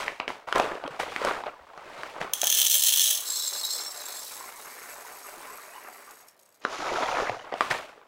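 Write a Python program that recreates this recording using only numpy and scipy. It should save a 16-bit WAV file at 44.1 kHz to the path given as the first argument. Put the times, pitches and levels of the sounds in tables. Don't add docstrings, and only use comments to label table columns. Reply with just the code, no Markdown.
import sys
import numpy as np
from scipy import signal
from scipy.fft import rfft, irfft, next_fast_len
from scipy.io import wavfile
from scipy.ndimage import map_coordinates

SR = 44100
rng = np.random.default_rng(int(sys.argv[2]) if len(sys.argv) > 2 else 0)


def output_pcm(signal):
    pcm = np.clip(np.atleast_2d(signal).T, -1, 1) * 32767
    wavfile.write(sys.argv[1], SR, np.round(pcm).astype(np.int16))


N = 355887
TIME = np.arange(N) / SR

# [t/s, clatter level/dB]
POUR = [(2.34, -45), (2.46, -32.5), (2.55, -25), (2.72, -24), (2.9, -21), (3.13, -24), (3.24, -35.5),
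        (3.32, -35), (3.58, -40), (3.66, -40), (3.82, -41), (3.9, -44.5), (4.25, -39.5), (4.45, -46),
        (5.4, -49), (6.1, -55), (6.39, -53), (6.62, -63.5)]


def cup():
    # [f/Hz, level/dB]
    rattle_spectrum = [(30, -32), (210, -14), (247, -9), (357, -3.5), (621, 2.5), (1250, 1.5), (4000, -24),
                       (5200, -50), (8800, -120)]
    # [f/Hz, level/dB]
    hiss_spectrum = [(1290, -10), (2200, 1), (6120, -13), (8030, -16.5), (15800, -31)]
    # [f/Hz, level/dB]
    tumble_spectrum = [(1180, -28), (2000, -2), (3540, -5.5), (6160, -8.5), (7070, -11), (7980, -22),
                       (9650, -21.5), (15800, -37.5)]
    # [from t/s, to t/s]
    tipped_back = (6.5, 7.45)
    # [start t/s, rise/s, hold/s, rattle level/dB, fall/(dB/s), hiss re rattle/dB]
    slides = [(0.545, 0.0063, 0.031, -25.5, 71, -11.5), (1.03, 0.072, 0.074, -39, 100, -6),
              (1.16, 0.11, 0.0034, -28.5, 83, -9), (1.45, 0.38, 0.17, -47, 60, -12),
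              (1.75, 0.31, .005, -43, 32, -5), (2.06, 0.12, .02, -43, 100, -27),
              (6.605, 0.036, 0.0053, -48.5, 56, -4.5), (6.64, 0.1, 0.063, -35.5, 22, -6.5),
              (6.75, 0.21, 0.27, -28.5, 82, -13), (7.53, 0.11, .005, -42, 79, 0),
              (7.8, 0.28, 0.17, -62, 30, -26)]
    # [start t/s, rattle level/dB, fall/(dB/s), hiss re rattle/dB]
    jolts = [(-0.015, -33, 94, -2), (0.188, -37, 167, -32), (0.275, -39, 121, -3.5), (0.469, -37.5, 60, -9),
             (0.837, -34, 205, -38), (0.9, -43, 32.5, -7), (0.991, -26.5, 198, -5.5),
             (1.451, -35.5, 236, -17), (2.199, -34, 138, -8), (7.515, -33, 201, -26),
             (7.603, -35, 87.5, -7), (7.698, -29, 114.5, -3.5)]
    jolt_rise_s = 0.0095
    hiss_fall = 1.14

    rumble = unit(coloured(contacts(700, spread_db=3.0, life=0.004), rattle_spectrum))
    hollow = unit(knocks(count=1800, pitch_hz=998, cycles=10.8, spread_db=0.0, size=3))
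    rattle = unit((rumble + 0.69 * hollow) * clumps(0.3, 25))

    grit = contacts(7900, spread_db=2.0, life=0.0007)
    is_back = np.abs(TIME - np.mean(tipped_back)) < np.ptp(tipped_back) / 2
    hiss = np.where(is_back, unit(coloured(grit, tumble_spectrum)), unit(coloured(grit, hiss_spectrum)))

    rattle_power, hiss_power = np.zeros(N), np.zeros(N)
    moves = [*slides, *((s, jolt_rise_s, 0, db, fall, hiss_db) for s, db, fall, hiss_db in jolts)]
    for start, rise, hold, db, fall, hiss_db in moves:
        rattle_power += amp(2 * db) * swell(start, rise, hold, fall)
        hiss_power += amp(2 * (db + hiss_db)) * swell(start, rise, hold, hiss_fall * fall)
    return np.sqrt(rattle_power) * rattle + np.sqrt(hiss_power) * hiss


def clunks():
    # [t/s, level/dB, f/Hz]
    lumps = [(.712, -26.5, 420), (6.914, -21, 550), (6.984, -13, 710), (7.125, -20, 546), (7.198, -19, 770),
             (7.246, -25, 694)]
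    return blips(lumps, cycles=3.3)


def snaps():
    # [t/s, panel level/dB, panel f/Hz, crack re panel/dB]
    buckles = [(0.0808, -10.5, 1930, -50), (0.1995, -17, 790, -52), (0.2008, -10.5, 2350, -50),
               (0.2794, -9.5, 2300, -38), (0.3032, -17.5, 920, -35), (0.487, -19, 1260, -23),
               (0.526, -7, 1440, -18), (0.5575, -16.5, 363, -4.5), (0.5816, -12, 1270, -7),
               (0.5987, -6, 705, -17), (0.64, -18, 660, -35), (0.753, -22.5, 447, -30),
               (0.8388, -19.5, 710, -39), (0.8777, -19, 526, -14.5), (1.001, -26.5, 920, -5),
               (1.1623, -11.5, 1950, -15), (1.2167, -17, 515, -21), (1.249, -11, 625, -7.5),
               (1.286, -12, 1080, -21), (1.4373, -18.5, 935, -47), (1.4667, -19.5, 610, -33.5),
               (1.777, -25.5, 1170, -18), (2.0338, -17.5, 1660, -15), (2.2143, -12.5, 1900, -23),
               (2.432, -14.5, 682, -4.5), (6.651, -7, 1380, -31), (7.2958, -11, 728, -35),
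               (7.5239, -22, 533, -33), (7.5397, -15.5, 686, -23.5), (7.6082, -3, 1170, -20),
               (7.7095, -9, 1780, -17), (7.7123, -8.5, 1815, -9.5), (7.9778, -38, 492, -30.5),
               (8.0146, -38.5, 1008, -46)]
    out, t = np.zeros(N + SR), np.arange(SR // 25) / SR
    burst_decay = amp(-60 * t / 0.011)
    for s, db, hz, crack_db in buckles:
        attack = 1 - np.exp(-t / 0.000065)
        panel = np.sin(2 * np.pi * hz * t) * np.exp(-hz * t / 1.35) * attack
        thud = np.convolve(rng.standard_normal(len(t)), np.hanning(14) / 3)[:len(t)] * burst_decay
        crack = np.convolve(rng.standard_normal(len(t)), np.hanning(5) / 2)[:len(t)] * burst_decay
        out[round(s * SR):][:len(t)] += amp(db) * (panel + 0.4 * thud + amp(crack_db) * crack)
    thin_cup = signal.butter(2, [330, 9000], "band", fs=SR, output="sos")
    return signal.sosfilt(thin_cup, out[:N])


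def thumps():
    # [t/s, level/dB, f/Hz]
    bumps = [(0.905, -32, 150), (1.605, -45, 69.6), (1.775, -41, 174), (1.985, -37, 163), (2.21, -23, 174),
             (7.3, -25, 117), (7.708, -21.5, 150)]
    return blips(bumps, cycles=0.91)


def mug():
    # [from t/s, to t/s]
    covered = (3.22, 3.3)
    # [from t/s, to t/s]
    filled = (3.8, 4.55)
    # [from t/s, to t/s]
    thinning = (6.1, 6.35)
    bare, low, dense = (np.interp(TIME, span, [1, 0]) for span in (covered, filled, thinning))
    stream, sides = pouring_beans(low, dense)
    return glass(stream, sides, bare, low, dense) + amp(-8 * bare) * clicks(stream, dense) + heap()


def pouring_beans(low, dense):
    # [t/s, blow level/dB]
    strikes = [(2.335, 5), (2.4156, 5), (2.4407, 4.5), (2.4564, -2), (2.4701, 7), (2.4764, 2),
               (2.5004, 7.5), (2.5159, 1.5), (2.5251, 6), (2.549, 6), (2.5875, 6), (2.6004, 6),
               (2.616, 8.5), (2.6497, 6.5), (2.6668, 6.5), (2.7165, 4), (2.742, 5), (2.7518, 6.5),
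               (2.836, 7.5), (2.8917, 5), (2.9366, 0.5), (3.4227, 1), (3.6501, 1.5), (6.0646, -20),
               (6.109, -12), (6.2841, -14), (6.4607, -22), (6.543, -28)]
    glance_db = -11.5
    rate = 150 + 200 * dense
    sizes = amp(0.8 * np.minimum(rng.exponential(size=N), 3.5))
    stream = sizes * (rng.random(N) < rate / SR) * clumps(0.47, 18) / np.sqrt(rate)
    stream *= amp(curve(POUR)) / np.sqrt(np.mean(stream ** 2))
    sides = stream * (rng.random(N) < .4 + .3 * low)
    for s, db in strikes:
        stream[round(s * SR)] = amp(db)
        sides[round(s * SR)] = amp(db + glance_db)
    return stream, sides


def glass(stream, sides, bare, low, dense):
    # [f/Hz, width/Hz, level/dB]
    bottom_modes = [(643, 90, -20.5), (1796, 150, -14.5), (3270, 700, -2), (6290, 1110, 0),
                    (8000, 1400, -11), (9650, 920, -4.5), (10800, 1700, -9.5), (14340, 2700, -4.5)]
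    # [f/Hz, width/Hz, level/dB]
    wall_modes = [(3500, 45, -10), (3910, 28, 0), (4260, 34, -1), (5020, 120, -10), (5460, 28, -2),
                  (6210, 35, -11), (6460, 45, -6), (7470, 62, 0), (7960, 47, -2), (8310, 40, -9),
                  (8590, 54, -10), (12600, 62, -9), (14300, 90, -11)]
    # [f/Hz, width/Hz, level/dB]
    rim_modes = [(4690, 41, -4), (5490, 60, -3), (6610, 120, -0.5), (7860, 124, 0.5), (8570, 86, 0),
                 (10700, 80, -16), (11680, 200, 0.5)]
    bottom_db, wall_db, rim_db = 5.5, 22.5, 8.5
    wall_bare_db = -14

    bounced = stream.copy()
    at = np.flatnonzero(stream[:-SR // 10])
    hop = (SR * rng.uniform(.0012, .0045, len(at))).astype(int)
    bounced[at + hop] += 0.65 * stream[at]

    bottom = ringing(bounced * bare, bottom_modes, scatter_db=3.0, order=2, wander=.012, climb=0)
    wall_blows = sides * amp(wall_bare_db * bare) * low
    wall = ringing(wall_blows, wall_modes, scatter_db=4.0, order=1, wander=.0012, climb=0)
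    rim = ringing(sides * (1 - low), rim_modes, scatter_db=5.0, order=1, wander=0.0054, climb=.012)
    rim *= amp(-4 * (1 - dense))
    ring = amp(bottom_db) * bottom + amp(wall_db) * wall + amp(rim_db) * rim
    return signal.sosfilt(signal.butter(2, 400, "high", fs=SR, output="sos"), ring)


def clicks(stream, dense):
    # [f/Hz, level/dB]
    tick_spectrum = [(1180, -35.5), (2000, -19), (3960, -3), (10800, -3), (15800, -6)]
    ticks = amp(-9.0) * coloured(bursts(stream, life=0.0035), tick_spectrum)
    fine = unit(coloured(contacts(4000, spread_db=2.0, life=.0005), tick_spectrum))
    return ticks + dense * amp(curve(POUR) - 3.0) * fine


def heap():
    # [t/s, patter level/dB]
    patter_level = [(2.33, -51), (2.46, -44), (2.55, -52), (2.9, -55), (3.6, -46.5), (4.7, -47.5),
                    (5.4, -47.5), (5.5, -47), (5.7, -50), (5.85, -46.5), (6.1, -53.5), (6.39, -70),
                    (6.62, -72)]
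    # [f/Hz, level/dB]
    patter_spectrum = [(30, -34.5), (173, -18), (424, -2), (851, -0.5), (1040, 1), (2170, -3.5),
                       (2870, -11), (4550, -44.5), (7700, -120)]
    dull = unit(coloured(contacts(900, spread_db=0.0, life=0.0024), patter_spectrum))
    hollow = unit(knocks(count=2000, pitch_hz=1397, cycles=25.0, spread_db=1.5, size=4))
    patter = unit((dull + 0.59 * hollow) * clumps(0.99, 22) * clumps(1.17, 6.5))
    return amp(curve(patter_level)) * patter


def settling():
    # [t/s, level/dB, f/Hz]
    shifts = [(4.407, -37, 1025), (4.44, -34, 1060), (5.049, -34, 960), (5.249, -34, 1220),
              (5.501, -35, 1044), (5.588, -37, 1160), (5.759, -37, 1060), (5.779, -33, 1005),
              (5.883, -36, 743), (6.076, -38, 1170)]
    return blips(shifts, cycles=6.2)


def ping():
    # [t/s, level/dB, f/Hz]
    tone = [(3.637, -24.5, 3890)]
    return blips(tone, cycles=70)


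def room(x):
    # [f/Hz, t60/s]
    decay = [(200, .3), (2000, .26), (10000, .17)]
    hz, t, z = signal.stft(rng.standard_normal(SR // 2), SR, nperseg=256)
    t60 = along(decay, hz)[:, None]
    tail = signal.istft(z * amp(-60 * t / t60), SR, nperseg=256)[1]
    delayed = np.pad(x, (200, 0))
    return signal.fftconvolve(delayed, tail / np.linalg.norm(tail))[:N]


def room_tone():
    # [f/Hz, level/dB]
    air_spectrum = [(15, -26.5), (25, -8), (587, 17.5), (11700, -12), (15800, -5)]
    return amp(-65.5) * unit(coloured(rng.standard_normal(N), air_spectrum))


def ringing(blows, modes, scatter_db, order, wander, climb):
    lean_rate, mute_db = 7, 1.55
    at = np.flatnonzero(blows[:-SR // 10])
    first, size = at[0], at[-1] - at[0] + SR // 10
    out, t = np.zeros(N), np.arange(size) / SR

    def slow():
        return np.interp(t * lean_rate, np.arange(60), rng.standard_normal(60))

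    for hz, width, db in modes:
        force = np.zeros(size)
        lag = (.0009 * SR * rng.random(len(at))).astype(int)
        strength = amp(scatter_db * rng.standard_normal(len(at))) * rng.choice([-1, 1], len(at))
        force[at - first + lag] = blows[at] * strength
        pitch = hz * (1 + wander * slow() + climb * (t - t.mean()))
        turn = np.exp(2j * np.pi * np.cumsum(pitch) / SR)
        swing = force * amp(mute_db * slow()) / turn
        keep = np.exp(-np.pi * width / SR)
        for _ in range(order):
            swing = signal.lfilter([1 - keep], [1, -keep], swing)
        out[first:first + size] += 2 * amp(db) * (swing * turn).real
    return out


def contacts(rate, spread_db, life):
    sizes = amp(spread_db * np.minimum(rng.exponential(size=N), 4))
    return bursts(sizes * (rng.random(N) < rate / SR), life)


def bursts(blows, life):
    keep = np.exp(-1 / (life * SR))
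    return np.sqrt(1 - keep ** 2) * signal.lfilter([1], [1, -keep], blows) * rng.standard_normal(N)


def knocks(count, pitch_hz, cycles, spread_db, size):
    bunch_s, length = .04, 600
    start = np.repeat(rng.random(count // size), size)
    tone = np.repeat(rng.standard_normal(count // size), size)
    late, force, off = rng.random((len(start), 3)).T
    at = np.minimum(start * N + bunch_s * SR * late, N - 1).astype(int)
    hz, t = (pitch_hz * np.exp(.5 * tone + .3 * (off - .5)))[:, None], np.arange(length) / SR
    strength = amp(-spread_db * np.log(force + 0.14))[:, None]
    grains = strength * np.sin(2 * np.pi * hz * t) * np.exp(-hz * t / cycles)
    places = at[:, None] + np.arange(length)
    return np.bincount(places.ravel(), grains.ravel(), N + length)[:N]


def blips(rows, cycles):
    out, t = np.zeros(N + SR), np.arange(SR // 10) / SR
    for s, db, hz in rows:
        envelope = np.exp(-hz * t / cycles) * (1 - np.exp(-hz * t))
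        out[round(s * SR):][:len(t)] += amp(db) * np.sin(2 * np.pi * hz * t) * envelope
    return out[:N]


def clumps(depth_db, rate):
    knots = rng.standard_normal(int(N * rate / SR) + 4)
    return amp(depth_db * map_coordinates(knots, [TIME * rate]))


def swell(start, rise, hold, fall):
    t = TIME - start
    return np.clip(t / rise, 0, 1) ** 2 * amp(-2 * fall * np.maximum(t - rise - hold, 0))


def coloured(x, spectrum):
    m = 2 * next_fast_len(N // 2 + 4096)
    gain = amp(along(spectrum, np.fft.rfftfreq(m, 1 / SR)))
    cepstrum = irfft(np.log(gain + 1e-6), m)
    cepstrum[1:m // 2] *= 2
    cepstrum[m // 2 + 1:] = 0
    return irfft(rfft(x, m) * np.exp(rfft(cepstrum)), m)[:N]


def curve(rows):
    s, db = np.transpose(rows)
    return np.interp(TIME, s, db, left=-120, right=-120)


def along(points, hz):
    f, v = np.transpose(points)
    return np.interp(np.log(hz + 1), np.log(f + 1), v)


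def amp(db):
    return 10 ** (np.asarray(db) / 20)


def unit(x):
    return x / np.sqrt(np.mean(x ** 2) + 1e-20)


def scene():
    hand = snaps() + thumps()
    pour = mug() + settling() + ping()
    echo = room(amp(-10) * hand + amp(-9) * pour)
    return (cup() + clunks() + hand + pour + echo + room_tone())[None]


def record(dry):
    top_hz = 15780
    m = next_fast_len(N)
    kept = np.fft.rfftfreq(m, 1 / SR) < top_hz
    return irfft(rfft(dry, m) * kept, m)[:, :N]


dry = scene()
out = record(dry)
output_pcm(out)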